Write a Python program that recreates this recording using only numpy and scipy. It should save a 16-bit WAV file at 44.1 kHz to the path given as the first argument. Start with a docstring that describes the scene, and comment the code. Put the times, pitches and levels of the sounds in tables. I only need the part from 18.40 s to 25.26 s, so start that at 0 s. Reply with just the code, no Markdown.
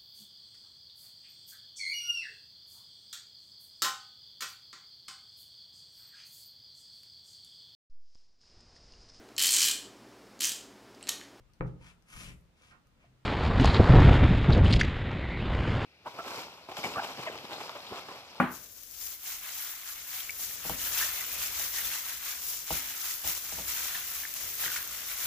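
"""A blow on a worktop rings out in a small hard kitchen, over a low steady rumble.
Then a hand in a thin plastic glove kneads wet fish on a plate, close under a two-port microphone.
Creases of the film buckle in a dense crackle; air pockets in the wet flesh resonate as squelches and pops.
The wooden board groans under the hand, and the plate rocks and knocks on it, ringing in its modes."""
import sys
import numpy as np
from scipy import signal
from scipy.fft import rfft, irfft
from scipy.io import wavfile
from scipy.ndimage import uniform_filter1d

SR = 44100
rng = np.random.default_rng(int(sys.argv[2]) if len(sys.argv) > 2 else 0)


def materialize(psi):
    """Save the field psi as 16-bit PCM at rate SR to the path in sys.argv[1].

    A 1-D psi becomes a single channel; in a 2-D psi each row is a channel.
    """
    bounded = np.clip(np.atleast_2d(psi).T, -1, 1)
    quanta = np.round(bounded * 32767).astype(np.int16)
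    wavfile.write(sys.argv[1], SR, quanta)


N = 302526
T = np.arange(N) / SR
HZ = np.fft.rfftfreq(N, 1 / SR)

# the hand between rubs: (time [s], crackle [dB], squelch [dB], left over right [dB])
RESTING_HAND = [(.05, -70.5, -53, 8), (.2, -57, -74, 3), (.55, -55.5, -93, 5), (.8, -53, -63, -0.5),
                (1.4, -49.5, -52.5, 0), (2, -47, -56, 0.5), (3, -43.5, -46.5, 0), (3.95, -49, -64, 0.5),
                (4.24, -56, -69, 0), (4.6, -47, -60, -0.5), (5.2, -45, -53.5, -0.5), (6.86, -45, -55, 0)]
# plate striking board: (time [s], level [dB], dullness [dB/octave], left over right [dB])
PLATE_KNOCKS = [(1.993, -46, -1, 6), (2.2514, -32.5, 4, -1), (2.2969, -24.5, 3, 2), (2.3023, -39, 2.5, -10),
                (2.33, -53, 17, -0.5), (3.198, -34.5, -3.5, 1), (4.3061, -21.5, 1.5, -2),
                (4.3127, -37, 11, -6), (4.634, -48, -5, 8), (4.843, -34.5, -3, 0.0), (4.849, -44, 9, 1),
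                (4.869, -31, -4, -1), (5.123, -36.5, 3.7, -1), (5.148, -52, 7, 0), (5.177, -40.5, 7, 0),
                (5.1876, -34, 3, -3), (6.235, -35.5, 1.3, -3), (6.261, -43, 6, -3)]


def gain_of(db):
    """Decibels to an amplitude ratio."""
    return 10 ** (np.asarray(db) / 20)


def unit_rms(x):
    """Normalisation to unit mean power."""
    return x / np.sqrt(np.mean(x ** 2) + 1e-20)


def spectrum(points, hz):
    """Interpolation of a table over log frequency."""
    f, value = np.transpose(points)
    return np.interp(np.log(hz + 1), np.log(f + 1), value)


def curve(rows, column=1):
    """Linear interpolation of one column over time."""
    rows = np.array(rows)
    return np.interp(T, rows[:, 0], rows[:, column])


def sides(db):
    """Left and right gains for a level difference."""
    return gain_of(np.array([db / 2, -db / 2]))


def add(mix, start_s, sound):
    """Superposition of a sound on the mix."""
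    part = mix[:, round(start_s * SR):][:, :sound.shape[1]]
    part += sound[:, :part.shape[1]]


def drift(seconds):
    """Low-passed noise: a slow fluctuation of rms 1."""
    span = max(int(seconds * SR), 1)
    return unit_rms(uniform_filter1d(uniform_filter1d(rng.standard_normal(N), span), span))


def ports(a, b, colour):
    """Partial coherence: two signals become a pair of the given spectrum, alike at long wavelengths."""
    # likeness of the ports: (frequency [Hz], correlation [ratio])
    coherence = [(60, 0.95), (130, 0.89), (290, 0.92), (640, 0.85), (1410, 0.63), (3100, 0.21), (6820, 0),
                 (15000, 0.0)]
    same = spectrum(coherence, HZ)
    a, b = rfft(a), rfft(b)
    pair = np.array([a, same * a + np.sqrt(1 - same ** 2) * b])
    return unit_rms(irfft(pair * gain_of(spectrum(colour, HZ)), N))


def ring(modes, dull_db, rise_cycles):
    """Modal synthesis: damped sines build up and decay; a duller blow favours the low ones."""
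    hz, db, t60 = np.transpose(modes)[:, :, None]
    t = np.arange(SR // 2) / SR
    decay = gain_of(db - dull_db * np.log2(hz / 800) - 60 * t / t60)
    rise = 1 - np.exp(-t * hz / rise_cycles)
    # each mode reaches the two ports a little apart, high ones more so
    skew = .06 * np.sqrt(hz / 800) * rng.standard_normal((2, len(modes), 1))
    tone = (decay * rise * np.sin(2 * np.pi * (hz * t + skew))).sum(1)
    return tone / abs(tone).max()


def worktop():
    """Free vibration: the opening blow leaves clear modes over a dense dying ring."""
    # clear modes: (frequency [Hz], level [dB], decay by 60 dB [s])
    modes = [(196.6, -2, 0.24), (248, 3, 0.22), (319.5, -12, 0.25), (560, 3, 0.052), (659, -17, 0.41),
             (830, -0.5, 0.077), (800, -3, 0.14), (940, -19, 0.16), (1000, -31, 0.19), (1170, -10, 0.1),
             (1204, 6.5, 0.04), (1187, -13, 0.44), (1420, 2, 0.1), (1513, -13, 0.39), (1530, -18, 0.53),
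             (1760, -22, 0.15), (1920, -24, 0.18), (2030, -21, 0.19), (2430, -9, 0.11)]
    # dense ring: (frequency [Hz], level [dB])
    dense_colour = [(60, -24), (200, 2.5), (500, -11.5), (1200, -2.5), (2000, -10.5), (2600, -16.5),
                    (3000, -22), (4000, -38.5)]
    dense_db, dense_t60, modes_db = -25, 0.37, -10
    out = ports(*rng.standard_normal((2, N)), dense_colour) * gain_of(dense_db - 60 * T / dense_t60)
    add(out, 0, gain_of(modes_db) * ring(modes, 0, rise_cycles=0.59))
    return out


def rumble():
    """Background noise of the room, strongest in the bass, its level wavering slightly."""
    # room noise: (frequency [Hz], level [dB])
    colour = [(20, -25), (34, 8), (48, -10), (74, 7), (95, -42), (130, -10), (160, 0), (200, -40),
              (270, -3), (400, -23.5), (800, -26), (1300, -55), (3000, -25.5), (6000, -19), (15500, -30)]
    level_db = -68.5 + 1.9 * drift(0.084)
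    return gain_of(level_db) * ports(*rng.standard_normal((2, N)), colour)


def kitchen(x):
    """Reverberation: sparse reflections of random sign, each band dying at its own rate."""
    # decay of the room: (frequency [Hz], reverberation time [s])
    decay_times = [(200, 0.23), (1000, 0.3), (4000, 0.34), (12000, 0.059)]
    reflections = np.zeros((2, SR // 2))
    slots = np.arange(200, SR // 2 - 20, 20)
    arrivals = slots + rng.integers(0, 20, (2, len(slots)))
    np.put_along_axis(reflections, arrivals, rng.choice([-1., 1.], arrivals.shape), 1)
    hz, t, bands = signal.stft(reflections, SR, nperseg=256)
    decay = gain_of(-60 * t / spectrum(decay_times, hz)[:, None])
    tail = signal.istft(bands * decay, SR, nperseg=256)[1]
    return signal.fftconvolve(x, tail / np.linalg.norm(tail[0]), axes=1)[:, :N]


def rubbing(column):
    """Incoherent powers add: level in dB of crackle (1) or squelch (2), a swell for each rub."""
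    # finger strokes: (middle [s], length [s], crackle [dB], squelch [dB])
    rubs = [(0.159, 0.081, -50.5, -64), (0.24, 0.053, -56, -68), (0.394, 0.15, -57, -79),
            (0.533, 0.058, -54, -79), (0.648, 0.13, -44, -76), (0.724, 0.062, -48, -56.5),
            (0.907, 0.13, -42, -47.5), (1.067, 0.092, -46, -46), (1.22, 0.2, -43, -47),
            (1.493, 0.071, -44.5, -51.5), (1.59, 0.066, -54, -55), (1.766, 0.15, -43.5, -47),
            (2.031, 0.083, -40, -53), (2.121, 0.071, -44, -53.5), (2.291, 0.11, -42, -43.5),
            (2.452, 0.11, -37.5, -43.5), (2.6, 0.14, -34, -37), (2.777, .18, -42, -44),
            (2.936, 0.055, -43, -47.5), (2.985, .03, -45.5, -50), (3.04, 0.087, -39, -43),
            (3.211, 0.14, -38, -44.5), (3.379, 0.11, -38, -41.5), (3.46, 0.045, -38, -42),
            (3.541, 0.1, -39, -42), (3.688, 0.15, -43, -44.5), (3.886, 0.13, -41, -43.5),
            (4.1, 0.21, -40, -58), (4.342, 0.12, -37.5, -43.5), (4.497, 0.32, -43, -46),
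            (4.688, 0.15, -39, -48), (4.89, 0.09, -36, -43), (4.973, 0.037, -43, -47),
            (5.122, 0.23, -43.5, -49), (5.305, 0.068, -37.5, -43.5), (5.407, 0.14, -39, -42),
            (5.49, 0.084, -42, -44.5), (5.57, 0.085, -41.5, -43.5), (5.74, 0.27, -44, -47),
            (5.982, .07, -45, -56), (6.063, 0.16, -43, -51), (6.236, 0.071, -35.5, -37.5),
            (6.344, 0.13, -41, -42), (6.575, 0.31, -50, -48), (6.71, 0.073, -42, -46.5),
            (6.844, 0.13, -37.5, -43.5)]
    start_db, end_db, squareness = -6, -4.5, 2.22
    t = T[::64]
    power = gain_of(2 * curve(RESTING_HAND, column)[::64])
    for middle, length, *db in rubs:
        swell_db = np.where(t < middle, start_db, end_db) * abs(2 * (t - middle) / length) ** squareness
        power += gain_of(2 * (db[column - 1] + swell_db))
    return np.interp(T, t, 10 * np.log10(power))


def clicks(per_s, spread_db, clump_db, clump_s):
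    """A Poisson process: random impulses whose unequal sizes swell in clumps."""
    size_db = spread_db * np.minimum(rng.exponential(1, N), 5) + clump_db * drift(clump_s)
    return gain_of(size_db) * (rng.random(N) < per_s / SR)


def buckles(train, t60):
    """Snap-through: at each impulse a crease flips and the film shivers in a decaying noise burst."""
    power = signal.lfilter([1], [1, -gain_of(-2 * 60 / (t60 * SR))], train ** 2)
    return np.sqrt(abs(power)) * rng.standard_normal((2, N))


def glove():
    """Buckling of a thin film: thousands of creases flip as the hand moves; sharp folds stand out."""
    # broad and tight creases: (frequency [Hz], level [dB])
    broad_colour = [(500, -21), (1100, -12), (2000, -11), (3200, -7.5), (4300, -6.5), (6300, -0.24),
                    (7500, -2.5), (8800, -10), (10500, -8.5), (13000, -41)]
    tight_colour = [(5000, -64), (8000, -14), (9500, -7.5), (11000, 0), (12500, 2.5), (14000, 2.5),
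                    (15300, 5), (16000, -7)]
    # sharp folds: (time [s], level [dB])
    snaps = [(.2607, -35), (0.434, -30), (0.512, -30), (0.72, -29), (1.9067, -21), (2.11, -32),
             (2.146, -35), (2.2962, -19), (2.458, -25), (2.617, -28), (2.81, -16), (2.929, -22),
             (3.0824, -26), (3.1537, -28), (3.1957, -18), (3.34, -21), (3.447, -24), (3.536, -26.5),
             (4.056, -28), (4.1045, -27), (4.2797, -27), (4.8555, -28), (4.8756, -16), (4.951, -19),
             (5.043, -27), (5.256, -31), (5.2825, -19), (5.6932, -28), (5.891, -30), (5.94, -19),
             (6.303, -27), (6.428, -23), (6.4757, -19.5)]
    broad_flips = clicks(per_s=7700, spread_db=1.5, clump_db=1.25, clump_s=0.013)
    broad = ports(*buckles(broad_flips, t60=0.0055), broad_colour)
    tight_flips = clicks(per_s=4200, spread_db=1.5, clump_db=1.0, clump_s=0.013)
    tight = ports(*buckles(tight_flips, t60=0.0079), tight_colour)
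    crackle = (broad + tight * gain_of(3.5)) * gain_of(rubbing(column=1))
    crackle *= sides(curve(RESTING_HAND, column=3))
    times, db = np.transpose(snaps)
    folds = np.zeros((2, N))
    folds[:, np.round(times * SR).astype(int)] = gain_of(db)
    fold_db = np.maximum(spectrum(broad_colour, HZ), spectrum(tight_colour, HZ))
    return crackle + irfft(rfft(buckles(folds, t60=0.0032)) * gain_of(fold_db), N)


def bubble(hz, t60, glide=0):
    """Resonance of an air pocket between wet surfaces: a damped tone; glide raises it as it opens."""
    t = np.arange(2500) / SR
    return np.sin(2 * np.pi * hz * t * (1 + glide * t)) * gain_of(-60 * t / t60) * (1 - np.exp(-t / 0.00051))


def grains(shapes, train):
    """Convolution: each impulse sounds a random shape, a different one at each port."""
    count = len(shapes)
    which = rng.integers(0, count, N)
    return [sum(signal.oaconvolve(train * (which == k), shapes[(k + port) % count])[:N]
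                for k in range(count)) for port in range(2)]


def resonate(x, hz, width_hz):
    """A moving resonance by heterodyning: shift hz down to zero, smooth, and shift back."""
    carrier = np.exp(2j * np.pi * np.cumsum(hz) / SR)
    pole = np.exp(-np.pi * width_hz / SR)
    return 2 * (carrier * signal.lfilter([1 - pole], [1, -pole], x / carrier + 1e-18)).real


def fish():
    """Cavity resonance: many small wet bubbles ring in the hollow under the cupped hand."""
    # squelch: (frequency [Hz], level [dB])
    colour = [(400, -23), (800, -11), (1100, -4.5), (1400, 1), (1800, -0.1), (2500, 4.5), (3500, 8),
              (5000, 6.5)]
    # air under the palm: (time [s], resonance [Hz])
    hollow = [(.9, 2200), (1.3, 1920), (1.8, 2220), (2.45, 1800), (2.62, 1640), (2.75, 2120), (2.98, 2480),
              (3.1, 2330), (3.38, 1820), (3.9, 2070), (4.3, 2300), (4.5, 1850), (5.3, 2180), (5.56, 1750),
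              (5.8, 2220), (6.1, 2030), (6.27, 1710), (6.42, 1760), (6.7, 2130)]
    pitches = rng.permutation(np.geomspace(500, 4200, 18))
    shapes = [bubble(hz, t60=14 / hz, glide=9.9) * np.sqrt(hz) for hz in pitches]
    openings = clicks(per_s=1500, spread_db=1.0, clump_db=-0.5, clump_s=0.027)
    squelch = ports(*grains(shapes, openings), colour)
    squelch = unit_rms(squelch + .9 * resonate(squelch, curve(hollow), width_hz=350))
    return squelch * gain_of(rubbing(column=2))


def board():
    """Forced vibration: the board groans under the pressing hand and shudders after each knock."""
    # loaded board: (frequency [Hz], level [dB])
    colour = [(20, -30), (35, 3), (70, 8.5), (120, -2), (160, -2.5), (300, -6), (600, -2.5), (1000, -29)]
    # groan from the hand's weight: (time [s], level [dB])
    weight = [(.2, -62), (.42, -69), (.6, -69.5), (1.0, -71.5), (1.6, -74), (1.78, -66.5), (2.15, -60.5),
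              (2.45, -57), (2.62, -60), (3.1, -57.5), (3.3, -63), (3.46, -56.5), (3.6, -67.5), (4.2, -66),
              (4.6, -67.5), (5.4, -59.5), (5.8, -66), (5.9, -63), (6.06, -57), (6.17, -60), (6.6, -61),
              (6.8, -66), (6.86, -50)]
    shudder_db, t60, rise_s = -21.5, 0.25, 0.011
    shudder = gain_of(shudder_db - 60 * T[:SR] / t60) * (1 - np.exp(-T[:SR] / rise_s))
    load = gain_of(curve(weight))[None]
    for start_s, db, _, _ in PLATE_KNOCKS:
        add(load, start_s, gain_of(db) * shudder[None])
    return ports(*rng.standard_normal((2, N)), colour) * load


def pops():
    """Rupture and resonance: a film of juice tears with a smack, and the pocket it leaves pings."""
    # wet pops: (time [s], level [dB], pitch [Hz], decay by 60 dB [s], left over right [dB])
    ruptures = [(1.8028, -35, 3200, 0.033, 1.5), (1.8942, -26.5, 2230, 0.031, 4),
                (1.8995, -41, 2270, .025, 0), (2.1106, -39, 1880, .015, 1), (2.3973, -38, 2970, .03, 4),
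                (2.572, -34, 1630, .025, 1), (2.612, -28.5, 1685, 0.059, 2.5),
                (2.6246, -28, 1760, 0.071, 4), (2.81, -33.5, 1960, 0.04, -2), (3.378, -35, 1830, 0.035, 10),
                (3.3894, -34, 1900, .03, 1.5), (3.4471, -34, 3490, 0.04, 0), (3.534, -35, 2700, 0.03, 0),
                (5.5484, -33, 1760, 0.055, 1.5), (5.8342, -33, 1740, 0.023, -2),
                (5.8522, -27, 1800, 0.015, 2), (6.2385, -31, 1650, .013, -3),
                (6.2515, -32, 1400, 0.018, -2), (6.2594, -28, 1900, 0.024, -1),
                (6.28, -28, 1590, 0.021, -4), (6.302, -31, 1600, 0.019, -2), (6.317, -36, 1460, .02, -2),
                (6.3612, -28.5, 1460, 0.022, -1), (6.364, -25.5, 1930, 0.0043, -4),
                (6.388, -38, 1600, .015, -5)]
    smack_share = 0.43
    out = np.zeros((2, N))
    for start_s, db, hz, t60, pan_db in ruptures:
        smack = bubble(1.14 * hz, t60=0.014) + bubble(hz, t60=0.0021)
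        pop = (1 - smack_share) * bubble(hz, t60, glide=1.6) + smack_share * smack
        add(out, start_s, gain_of(db) * sides(pan_db)[:, None] * pop / abs(pop).max())
    return out


def plate():
    """Impact excitation: the rocking plate knocks on the board and rings in its modes."""
    # plate on board: (frequency [Hz], level [dB], decay by 60 dB [s])
    modes = [(66, -6, 0.1), (156.3, -6, 0.17), (200, -5.5, 0.13), (267, -19.5, 0.62), (314, -1.5, 0.087),
             (502, -1.5, 0.1), (664, 3, 0.081), (758, 18.5, 0.0081), (817, 11, 0.036), (926, 6.5, 0.04),
             (1020, 9, 0.012), (2230, -37, 0.021), (2950, 1.5, 0.084), (3700, -7, 0.14)]
    out = np.zeros((2, N))
    for start_s, db, dull_db, pan_db in PLATE_KNOCKS:
        add(out, start_s, gain_of(db) * sides(pan_db)[:, None] * ring(modes, dull_db, rise_cycles=1.0))
    return out


def scene():
    """Direct and reverberant sound add; the hand's acoustic shadow shades the pops from the room."""
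    shadow_db, room_db = -11, -12
    near = glove() + fish() + plate() + board()
    shaded = pops()
    background = rumble()
    room = kitchen(near + gain_of(shadow_db) * shaded)
    return near + shaded + gain_of(room_db) * room + worktop() + background


def record(dry):
    """Frequency response of the microphone: the two ports differ in colour, and the band is limited."""
    # port imbalance: (frequency [Hz], left over right [dB])
    imbalance = [(60, 2.5), (99, 3), (160, 1), (270, 1), (450, 2.5), (740, 1.5), (1220, 1.5), (2010, 2.0),
                 (3330, -1), (5500, 5), (9080, -0.5), (15000, 4.5)]
    cutoff_hz = 15510
    coloured = irfft(rfft(dry) * sides(spectrum(imbalance, HZ)), N)
    lowpass = signal.firwin(2047, cutoff_hz, window=("kaiser", 9), fs=SR)
    return signal.oaconvolve(coloured, lowpass[None], "same")


dry = scene()
out = record(dry)
materialize(out)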